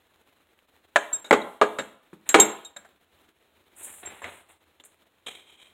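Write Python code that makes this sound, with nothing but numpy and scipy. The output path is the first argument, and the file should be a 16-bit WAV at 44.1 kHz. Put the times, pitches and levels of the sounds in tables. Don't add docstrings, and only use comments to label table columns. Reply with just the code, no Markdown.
import sys
import numpy as np
from scipy import signal
from scipy.fft import rfft, irfft
from scipy.io import wavfile
from scipy.ndimage import uniform_filter1d, minimum_filter1d

SR = 44100
rng = np.random.default_rng(int(sys.argv[2]) if len(sys.argv) > 2 else 0)


def to_wav(s):
    ch = np.atleast_2d(s).T
    pcm = np.round(np.clip(ch, -1, 1) * 32767)
    wavfile.write(sys.argv[1], SR, pcm.astype(np.int16))


N = 252693
TIME = np.arange(N) / SR

# frequency in Hz, relative density in dB per Hz.
AIR_SPECTRUM = [(25, -12), (50, -7), (82, 3), (110, -12), (200, -6.5), (350, -2), (1000, -7), (3900, -11),
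                (4500, -15.5), (5500, -14.5), (7000, -19), (15500, -22.5)]
# frequency in Hz, relative density in dB per Hz.
MIC_HISS_SPECTRUM = [(100, 1), (1000, -2.5), (3900, 2), (4700, -17.5), (6000, -9), (7500, 3), (12000, 1),
                     (15500, -10)]
# frequency in Hz, gain in dB.
OVERALL_TONE = [(20, -3.5), (100, 5), (4100, 4), (4600, -5.5), (5200, -6.5), (5900, -7.5), (6600, 1),
                (16000, 4.5)]
# centre in Hz, t60 in seconds, relative level in dB.
TAIL_BANDS = [(99.66, 0.36, 5), (400, .42, 1.5), (1100, 0.52, -2.5), (2170, 0.42, -3.5), (3520, 0.54, -2),
              (5000, 0.087, -11), (6750, 0.29, 3), (14000, 0.41, -2)]
# frequency in Hz, relative density in dB per Hz.
SLEEVE_SPECTRUM = [(3000, -36.5), (5500, -27), (7300, -2), (8800, 2), (10500, -5.5), (13000, -12.5),
                   (16000, -19.5)]
# frequency in Hz, relative density in dB per Hz.
SHUFFLE_SPECTRUM = [(30, -21), (85, 0), (125, -11.5), (350, 0.5), (650, 1), (1000, 1), (1250, -1.5),
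                    (1800, 1), (2300, 0.5), (3000, -4), (3900, -7), (4600, -25), (12000, -35.5)]
# start in seconds, length in seconds,
# relative swish in dB, relative low shuffle in dB.
BRUSH_STROKES = [ (2.251, 0.082, -62, -57), (3.745, 0.26, -46, -57.5), (3.825, 0.048, -40.5, -72),
                 (4.019, 0.11, -76.5, -49.5), (4.081, 0.16, -60, -53.5), (4.223, 0.072, -66, -43.5),
                 (4.273, 0.13, -58, -55.5), (4.483, 0.052, -60.5, -61.5), (4.846, 0.023, -49.5, -68), ]
# frequency in Hz, relative density in dB per Hz.
DRAG_SPECTRUM = [(100, -22), (350, -3), (900, -5.5), (1900, -6.5), (2400, 4), (2800, -6), (3200, 8.5),
                 (3500, -1.5), (3850, 3), (4500, -26), (5400, -14), (8300, -7.5), (11000, -21),
                 (16000, -37)]
# start in seconds, length in seconds, level in dB.
DRAG_PULLS = [(5.264, 0.031, -45.5), (5.29, .12, -54), (5.458, 0.1, -60), (5.57, 0.11, -60.5)]
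# start in seconds, level in dB, t60 in seconds.
DRAG_SLIPS = [(5.2632, -45, 0.12), (5.3170, -52.5, 0.031), (5.351, -49.5, 0.039)]
# start in seconds, relative strength in dB,
# hardness in dB over strength, larger neighbour's ring over the small socket's in dB,
# neighbour's pitch in Hz (moves its modes in proportion), free ringing time in seconds.
CLINK_EVENTS = [ (1.129, -15.5, -14, -25.5, 3772, .062), (1.2437, -38.5, 1, 10, 3760, 0.017),
                (1.261, -45.5, 6, 4, 3820, 0.022), (1.3275, -31, 12, -7.5, 3940, 0.023),
                (1.415, -36, -4, 26, 3840, 0.01), (1.7873, -30, -3.5, 0.5, 3746, 0.023),
                (2.29, -17, 10.5, -23, 3930, .084), (2.399, -3.5, 5.5, -16.5, 3745, 0.041),
                (2.648, -36, 2, -1, 3770, 0.03), (2.765, -32, -6, -3, 3785, 0.0094),
                (4.057, -29.5, -8.5, -31, 3590, 0.032), (4.219, -45.5, -2.5, -19, 3760, .06), ]
CLINK_FAMILIES_HZ = [3730, 6730, 7200, 8500, 12330]
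# frequency in Hz, relative level in dB, t60 in seconds.
SOCKET_MODES = [(2730, -12, 0.017), (3320, -8, 0.032), (3695, 0, 0.14), (3920, -4, 0.06),
                (6700, -21, 0.054), (6760, -11, .06), (7340, -18.5, 0.12), (7300, -20, 0.11),
                (7499, -7, 0.15), (7510, -8.5, 0.24), (8476, -28, 0.091), (11290, -18, 0.083),
                (12332, -7, .22)]
# frequency in Hz, relative density in dB per Hz.
TICK_SPECTRUM = [(500, -26.5), (1700, -12), (3200, -1.5), (5000, -7.5), (7500, 10), (9000, -5),
                 (12000, -4.5), (16000, -23.5)]
# start in seconds, relative strength in dB, heft (extra bass) in dB,
# hardness (treble tilt) in dB per octave, t60 of the dense ring in seconds,
# two resonances favoured by the point struck in Hz and Hz, relative room share in dB.
TRAY_KNOCKS = [ (0.9588, 20, -13, 0.5, 0.041, 680, 1570, -13), (1.131, -11.5, 2, 0.5, 0.081, 555, 1560, -4),
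               (1.2441, -13.5, 3, 2, .12, 552, 1520, -2), (1.3090, 24, 3.5, -1, 0.016, 404, 2130, -10.5),
               (1.3263, 24, 1, -1.8, .09, 460.6, 195.2, -17),
               (1.6133, 23, -3.5, -2.07, 0.097, 470, 1248, -12.5),
               (1.786, 5.5, 6.5, 1.3, 0.096, 535, 1614, -10.5),
               (2.13, -14.5, 12.5, -1.5, 0.059, 192, 362, -9.5),
               (2.2943, -4.5, -1.5, 2.5, 0.15, 1700, 3220, -12.5),
               (2.3430, 26, -6, 1.4, 0.036, 330, 1180, -10.5), (2.3580, 16.5, 3, 0, 0.041, 450, 686, -6),
               (2.3870, 16.5, -0.5, -1.5, 0.15, 384, 960, -9.5),
               (2.7631, -15.5, 4, 2.1, 0.055, 669, 1580, -5),
               (2.8470, -21.5, -3.5, 1.5, 0.062, 720, 1650, -14),
               (4.2180, -8, -13, -2.5, 0.063, 996, 1700, -7),
               (4.2421, -6.5, -7.5, 0.9, 0.024, 1998, 2290, -2.5),
               (4.7990, -24, 10, 2.55, .03, 3220, 3450, -11),
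               (4.8380, -27.5, 1, 3.5, 0.018, 7274, 8010, -6), ]
# frequency in Hz, relative spectral peak in dB, t60 in seconds.
TRAY_MODES = [(206, -8.5, 0.34), (325, 6, 0.14), (417, 3, 0.047), (430, 5.5, 0.065), (559.7, 10.5, .11),
              (687, -0.5, .07), (745, -1.5, 0.13), (828, 4, 0.069), (1067, -3, 0.3), (1370, 0.5, 0.1),
              (1660, 5, 0.14), (1638, 1.5, 0.28), (2000, -1.5, 0.026), (2225, 7, 0.031), (3133, -5, 0.026),
              (3590, 3.5, 0.038), (7260, 10.5, .06), (6600, 8, 0.021), (12100, 6.5, 0.024)]
# frequency in Hz, relative level in dB.
BLOW_SPECTRUM = [(40, -28), (90, -22.5), (200, -6.5), (330, -2.5), (600, -1), (1500, -3), (3300, -14),
                 (8000, -21), (15000, -48)]
HEFT_HZ, BODY_HZ, CRACK_HZ = 200, 614, 8000
TOP_HZ = 15900


def undb(db):
    return 10 ** (np.asarray(db) / 20)


def at_hz(hz, points):
    f, value = np.transpose(points)
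    return np.interp(np.log(np.maximum(hz, 1)), np.log(f), value)


def colour(x, points, size=4096):
    hz = np.arange(size // 2 + 1) * SR / size
    cepstrum = irfft(np.log(undb(at_hz(hz, points))))
    cepstrum[1:size // 2] *= 2
    cepstrum[size // 2 + 1:] = 0
    impulse = irfft(np.exp(rfft(cepstrum)))
    return signal.fftconvolve(x, impulse)[:len(x)]


def fade(t, t60):
    return np.exp(-np.log(1000) * t / t60)


def burst(t, t60, rise):
    x = rng.standard_normal(len(t)) * fade(t, t60) * (1 - np.exp(-t / rise))
    return x / np.linalg.norm(x)


def add(out, s, x):
    i = int(s * SR)
    out[i:i + len(x)] += x[:N - i]


def walk(rate):
    k = max(int(SR / rate), 1)
    held = rng.standard_normal(N)[np.arange(N) // k]
    return 1.2 * uniform_filter1d(held, k)


def friction(spectrum, grain_db, grain_rate):
    grain = undb(grain_db * walk(grain_rate))
    x = colour(rng.standard_normal(N) * grain, spectrum)
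    return x / np.std(x)


def stroke(s, length, attack, release):
    u = np.maximum(TIME - s, 0) / length
    swell = 1 - np.exp(-(u / attack) ** 2)
    return swell * np.exp(-np.logaddexp(0, (u - 1) / release))


def hiss(level_db=-70, flicker_db=3.0, ticks_per_s=34, tick_db=9, tick_t60=0.005):
    ticks = (rng.random(N) < ticks_per_s / SR) * rng.random(N)
    crackle = signal.fftconvolve(ticks, fade(TIME[:SR // 10], tick_t60))[:N]
    noise = friction(AIR_SPECTRUM, grain_db=flicker_db, grain_rate=50)
    return undb(level_db) * (1 + undb(tick_db) * crackle) * noise


def suppressor(x, hiss_db=-60, open_db=-51):
    heard = signal.sosfilt(signal.butter(2, 600, "high", fs=SR, output="sos"), x)
    power = np.abs(uniform_filter1d(heard ** 2, SR // 100, origin=SR // 200 - 1))
    opening = power / (power + undb(open_db) ** 2)
    own_hiss = friction(MIC_HISS_SPECTRUM, grain_db=0.0, grain_rate=33)
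    return x + opening * undb(hiss_db) * own_hiss


def garage(x):
    t = TIME[:SR]
    spectrum, hz = rfft(rng.standard_normal(SR)), np.arange(SR // 2 + 1)
    centres = np.transpose(TAIL_BANDS)[0]
    tail = 0
    for share, (_, t60, db) in zip(np.eye(len(TAIL_BANDS)), TAIL_BANDS):
        band = irfft(spectrum * at_hz(hz, np.c_[centres, share]))
        tail = tail + undb(db) * band * fade(t, t60)
    tail = tail * (1 - np.exp(-(t / 0.0096) ** 2))
    return signal.fftconvolve(x, tail / np.linalg.norm(tail))[:N]


def brush(swish_db=-3.0, shuffle_db=-1):
    swish = friction(SLEEVE_SPECTRUM, grain_db=1.5, grain_rate=360)
    shuffle = friction(SHUFFLE_SPECTRUM, grain_db=2.5, grain_rate=240)
    power = np.zeros((2, N))
    for s, length, high_db, low_db in BRUSH_STROKES:
        gains = undb([high_db + swish_db, low_db + shuffle_db])
        power += np.outer(gains, stroke(s, length, attack=0.13, release=0.16)) ** 2
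    return swish * np.sqrt(power[0]) + shuffle * np.sqrt(power[1])


def drag():
    force = np.zeros(N)
    for s, length, db in DRAG_PULLS:
        force += undb(db) * stroke(s, length, attack=.09, release=0.19)
    for s, db, t60 in DRAG_SLIPS:
        add(force, s, undb(db) * fade(TIME[:SR // 2], t60))
    return force * friction(DRAG_SPECTRUM, grain_db=2.5, grain_rate=160)


def clinks(rise=.002, tick_t60=0.034, tick_db=10, second_db=-2, top_db=-18, top_growth=1.35,
           top_hardness=0.25, settled_db=-24, neighbour_rise=.005):
    out, t = np.zeros(N), TIME[:SR // 2]
    for s, strength_db, hard_db, neighbour_db, low_hz, free_s in CLINK_EVENTS:
        small_db = strength_db - 10 * np.log10(1 + undb(neighbour_db) ** 2)
        contact_db = strength_db + hard_db
        highest_db = top_db + top_growth * small_db + top_hardness * hard_db
        family_db = [small_db + neighbour_db, contact_db + second_db, small_db, small_db, highest_db]
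        blow = np.c_[CLINK_FAMILIES_HZ, family_db]
        ring = 0
        for hz, db, t60 in SOCKET_MODES:
            pitch, swell = hz, rise
            if hz < 5000:
                pitch, swell = hz * low_hz / CLINK_FAMILIES_HZ[0], neighbour_rise
            envelope = fade(t, t60) * (1 - np.exp(-t / swell))
            ring = ring + undb(db + at_hz(hz, blow)) * np.sin(2 * np.pi * pitch * t) * envelope
        free = undb(settled_db) + (1 - undb(settled_db)) / (1 + (t / free_s) ** 10)
        tick = colour(burst(t, tick_t60, rise=.0001), TICK_SPECTRUM)
        add(out, s, ring * free + undb(contact_db + tick_db) * tick)
    return out


def knocks(dense_db=0, modes_db=-3, focus_db=8.0, focus_width=0.18, room_focus_db=4, send_db=1,
           echo_s=.005, echo_db=-5):
    direct, feed, t = np.zeros(N), np.zeros(N), TIME[:SR // 2]
    grid = np.geomspace(40, 20000, 200)
    modes = 0
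    for k, (hz, db, t60) in enumerate(TRAY_MODES):
        peak = (-1) ** k * undb(db) * 2 * np.log(1000) / (t60 * SR)
        modes = modes + peak * np.sin(2 * np.pi * hz * t) * fade(t, t60)
    bass = at_hz(grid, [(HEFT_HZ, 1), (BODY_HZ, 0)])
    octaves = np.log2(np.clip(grid, BODY_HZ, CRACK_HZ) / BODY_HZ)
    for s, strength_db, heft_db, hardness, t60, first_hz, second_hz, room_db in TRAY_KNOCKS:
        ring = undb(dense_db) * burst(t, t60, rise=0.00028) + undb(modes_db) * modes
        landing = np.roll(burst(t, t60, rise=0.00028), int(echo_s * SR))
        ring = ring + undb(echo_db) * landing
        blow = strength_db + at_hz(grid, BLOW_SPECTRUM) + heft_db * bass + hardness * octaves
        focus = sum(np.exp(-(np.log(grid / hz) / focus_width) ** 2) for hz in (first_hz, second_hz))
        add(direct, s, colour(ring, np.c_[grid, blow + focus_db * focus]))
        to_walls = colour(ring, np.c_[grid, blow + room_focus_db * focus])
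        add(feed, s, undb(room_db + send_db) * to_walls)
    return direct, feed


def scene(clink_room_db=-17, rub_room_db=-12):
    tray, tray_feed = knocks()
    steel, rubs = clinks(), brush() + drag()
    room = garage(tray_feed + undb(clink_room_db) * steel + undb(rub_room_db) * rubs)
    return (tray + steel + rubs + room + hiss())[None]


def record(dry):
    x = suppressor(colour(dry[0], OVERALL_TONE))
    ceiling, hold = .97, SR // 500
    needed = ceiling / np.maximum(np.abs(x), ceiling)
    gain = uniform_filter1d(minimum_filter1d(needed, hold), hold)
    top_cut = signal.ellip(10, .2, 80, TOP_HZ, fs=SR, output="sos")
    return signal.sosfilt(top_cut, x * gain)[None]


dry = scene()
out = record(dry)
to_wav(out)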